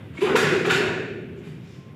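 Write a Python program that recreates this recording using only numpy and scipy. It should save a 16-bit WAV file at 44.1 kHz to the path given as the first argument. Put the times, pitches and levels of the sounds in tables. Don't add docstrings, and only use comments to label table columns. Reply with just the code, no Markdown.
import sys
import numpy as np
from scipy import signal
from scipy.fft import rfft, irfft
from scipy.io import wavfile
from scipy.ndimage import uniform_filter1d

SR = 44100
rng = np.random.default_rng(int(sys.argv[2]) if len(sys.argv) > 2 else 0)


def makeup_ratio(level_db):
    decades = np.asarray(level_db, float) / 20
    return 10 ** decades


def dump_mix(stems):
    frames = np.atleast_2d(stems).T
    limited = np.clip(frames, -1, 1)
    pcm = np.round(limited * 32767).astype(np.int16)
    wavfile.write(sys.argv[1], SR, pcm)


N = 85995
T = np.arange(N) / SR
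HZ = np.maximum(np.fft.rfftfreq(2 * N, 1 / SR), 1)


def rms_one(x):
    return x / np.sqrt(np.mean(x ** 2) + 1e-20)


def at_hz(points, hz):
    table_hz, values = np.array(points).T
    return np.interp(np.log(hz), np.log(table_hz), values)


def shape(x, gain):
    return irfft(rfft(x, 2 * N) * gain)[:N]


def swell(start, length, rise):
    rise = np.clip(rise, 0.02, 0.9)
    u = (T - start) / length
    return np.clip(u / rise, 0, 1) * np.exp(-2.5 * np.maximum(u - rise, 0) ** 2.52)


def drift(rate):
    r = np.exp(-80 * np.pi * rate / SR)
    draws = rng.standard_normal(N // 40 + 2002)
    slow = signal.lfilter([1], [1, -2 * r, r * r], draws)[2000:]
    return np.interp(np.arange(N) / 40, np.arange(len(slow)), rms_one(slow))


def bands(gain_of_band):
    edges = 28 * 2 ** np.arange(0, 9.4, 1 / 3)
    white = rng.standard_normal((2, N))
    out = 0
    for k, (low, high) in enumerate(zip(edges, edges[1:])):
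        band_filter = signal.butter(3, [low, high], "band", fs=SR, output="sos")
        band = signal.sosfilt(band_filter, np.tile(white[k % 2], 2))[N:]
        out = out + band * gain_of_band(np.sqrt(low * high))
    return out


def traffic():
    # (frequency [Hz], level [dB per Hz])
    hum_colour = [(40, -58), (80, 3), (150, -0.5), (420, -14), (750, -26.5), (2800, -30), (5500, -45.5),
                  (15500, -49)]
    level_db, sink_db_per_s, patchy_db = -45, 2.5, 0.8
    together = drift(3)

    def band_gain(hz):
        return makeup_ratio(at_hz(hum_colour, hz) + patchy_db * (0.5 * together + drift(10)))

    hum = rms_one(bands(band_gain))
    return makeup_ratio(level_db - sink_db_per_s * (T - 2.84)) * hum


def resonance(hz, width_hz, db):
    return db / (1 + (2 * (HZ - hz) / width_hz) ** 2)


def cloth(strokes, rise):
    # (frequency [Hz], level [dB per Hz])
    fabric = [(400, 2), (700, -5), (1500, -6.5), (2500, -8.5), (3700, -9), (5500, -18.5), (7500, -25.5),
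              (15500, -39)]
    # (frequency [Hz], width [Hz], lift [dB])
    peaks = [(2430, 680, 4.5), (3430, 900, -3.5), (7350, 1260, 7.5), (11000, 2000, 4.5)]
    grains_per_s, grain_spread_db = 20000, 1.5
    fold_db, fold_width = 8.5, 0.38
    treble_hz, treble_rise = 4500, 0.8
    colour_db = at_hz(fabric, HZ) + sum(resonance(*peak) for peak in peaks)
    out = 0
    for start, db, length, tilt_db, fold_hz in strokes:
        spread = np.minimum(rng.exponential(1, N), 4)
        sizes = makeup_ratio(grain_spread_db * spread) * rng.standard_normal(N)
        grains = sizes * (rng.random(N) < grains_per_s / SR)
        tilt = tilt_db * np.log2(HZ / 1500)
        fold = resonance(fold_hz, fold_width * fold_hz, fold_db)
        tone = makeup_ratio(colour_db + tilt + fold) / (1 + (450 / HZ) ** 4)
        crackle = rms_one(shape(grains, tone))
        treble = shape(crackle, 1 / (1 + (treble_hz / HZ) ** 4))
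        body_part = swell(start, length, rise) * (crackle - treble)
        treble_part = swell(start, length, max(rise, treble_rise)) * treble
        out = out + makeup_ratio(db) * (body_part + treble_part)
    return out


def rustles():
    # (time [s], level [dB], length [s], brightness [dB per octave], hollow of the fold [Hz])
    rubs = [
        (.001, -51, 0.015, -5.5, 2080),
        (.125, -48, 0.073, 0, 9200),
        (1.36, -58.5, 0.033, 2, 6550),
        (1.42, -51, 0.057, 0.5, 11000),
        (1.59, -57.5, 0.13, 4, 5500),
        (1.91, -66, 0.014, 23, 9160),
    ]
    return cloth(rubs, rise=0.45)


def hall():
    # (frequency [Hz], time to fall 60 dB [s])
    hall_t60 = [(200, 2.68), (400, 1.67), (700, 0.93), (1100, 0.54), (1500, 1), (2600, 1.05), (3200, 0.87),
                (7000, 0.72), (13000, 0.39)]
    gap_s, build_s = 0.0027, 0.01
    u = np.maximum(T - gap_s, 0)
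    ringing = bands(lambda hz: makeup_ratio(-60 * u / at_hz(hall_t60, hz)))
    tail = (1 - np.exp(-u / build_s)) * ringing
    return rfft(rms_one(tail) / np.sqrt(N), 2 * N)


def sleeves():
    # (time [s], level [dB], length [s], pitch [Hz])
    whoops = [(0.216, -11.5, 0.033, 400), (.169, -34, 0.02, 2215), (.21, -34.5, 0.046, 1000),
              (0.254, -27.5, 0.031, 410), (.312, -17.5, 0.021, 397), (0.345, -10, 0.0132, 448.6),
              (0.352, -18.5, 0.011, 959), (0.357, -19.5, 0.019, 1454), (.362, -20.5, 0.0158, 469.4),
              (0.463, -26.5, 0.0385, 400), (0.517, -17, 0.0377, 370), (0.67, -16.5, 0.018, 400),
              (0.698, -15.5, 0.023, 1447), (0.756, -20.5, 0.065, 400), (0.802, -21, 0.021, 378.7),
              (0.867, -25.5, 0.0216, 410), (0.919, -33.5, 0.038, 400), (0.986, -33.5, 0.0587, 397.5)]
    glide_hz = 90.16
    out = 0
    for start, db, length, hz in whoops:
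        u = np.clip((T - start) / length, 0, 1)
        phase = 2 * np.pi * np.cumsum(hz + glide_hz * (u - 0.5)) / SR
        out = out + makeup_ratio(db) * np.sin(np.pi * u) * np.sin(phase)
    return out


def snaps():
    # (time [s], level [dB], length [s], brightness [dB per octave], hollow of the fold [Hz])
    cracks = [
        (.17, -42, .025, 1, 2470),
        (.204, -34, 0.026, 1.5, 10400),
        (.21, -30.5, 0.041, -3.5, 3040),
        (.258, -27.5, 0.044, -4, 1225),
        (.352, -17.5, 0.02, 3.1, 1510),
        (.39, -29.5, 0.14, -0.95, 1620),
        (.648, -23.5, 0.02, 0, 1290),
        (.692, -19, 0.026, 1.65, 1450),
        (.76, -35, 0.15, -3.5, 1640),
    ]
    return cloth(cracks, rise=0.31)


def feet():
    # (time [s], level [dB], pitch [Hz])
    stamps = [(0.187, -22.5, 307.5), (.23, -24, 197), (0.272, -17.5, 259), (.36, -32, 595), (.3, -24, 130),
              (.44, -15.5, 169.3), (0.501, -22, 259), (0.682, -22.5, 269), (.7, -27, 582),
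              (0.721, -22.5, 119.6), (.84, -27.5, 139), (0.801, -24, 228), (1.471, -25.5, 146.2)]
    t60_s, soft_s = 0.055, 0.0019
    out = 0
    for start, db, hz in stamps:
        u = np.maximum(T - start, 0)
        onset = 1 - np.exp(-u / soft_s)
        out = out + makeup_ratio(db - 60 * u / t60_s) * onset * np.sin(2 * np.pi * hz * u)
    return out


def horn():
    # (frequency [Hz], level [dB])
    partials = [(1050, -62.5), (2099, -76)]
    start_s, rise_s = 1.745, 0.03
    tone = sum(np.sqrt(2) * makeup_ratio(db) * np.sin(2 * np.pi * hz * T) for hz, db in partials)
    return tone * makeup_ratio(drift(9) / 2) * np.clip((T - start_s) / rise_s, 0, 1)


def scene():
    rubs, puffs, cracks, thuds = rustles(), sleeves(), snaps(), feet()
    direct = rubs + puffs + cracks + thuds
    sent = makeup_ratio(1) * rubs + makeup_ratio(-3.6) * puffs + makeup_ratio(3.5) * cracks + makeup_ratio(1.5) * thuds
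    return (traffic() + direct + shape(sent, hall()) + horn())[None]


def roll_off(x):
    return signal.sosfilt(signal.butter(12, 15620, fs=SR, output="sos"), x)


def record(dry):
    # (above frequency [Hz], change [dB])
    treble_steps = [(3900, -5), (7800, -0.5)]
    low_cut_hz, top_hz = 99, 15620
    limit_db, limit_share, release_db_per_s, attack_s = -6, 0.3, 58, 0.004
    x = signal.sosfilt(signal.butter(3, low_cut_hz, "high", fs=SR, output="sos"), dry[0])
    loss_db = sum(db / (1 + np.exp(np.clip((hz - HZ) / 40, -50, 50))) for hz, db in treble_steps)
    x = shape(x, makeup_ratio(loss_db) * (HZ < top_hz))
    level_db = 10 * np.log10(uniform_filter1d(x ** 2, size=441) + 1e-12)
    release = release_db_per_s * T
    held_db = np.maximum.accumulate(level_db + release) - release
    r = np.exp(-1 / (attack_s * SR))
    cut_db = signal.lfilter([1 - r], [1, -r], limit_share * np.maximum(held_db - limit_db, 0))
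    return roll_off((x * makeup_ratio(-cut_db))[None])


dry = scene()
out = record(dry)
dump_mix(out)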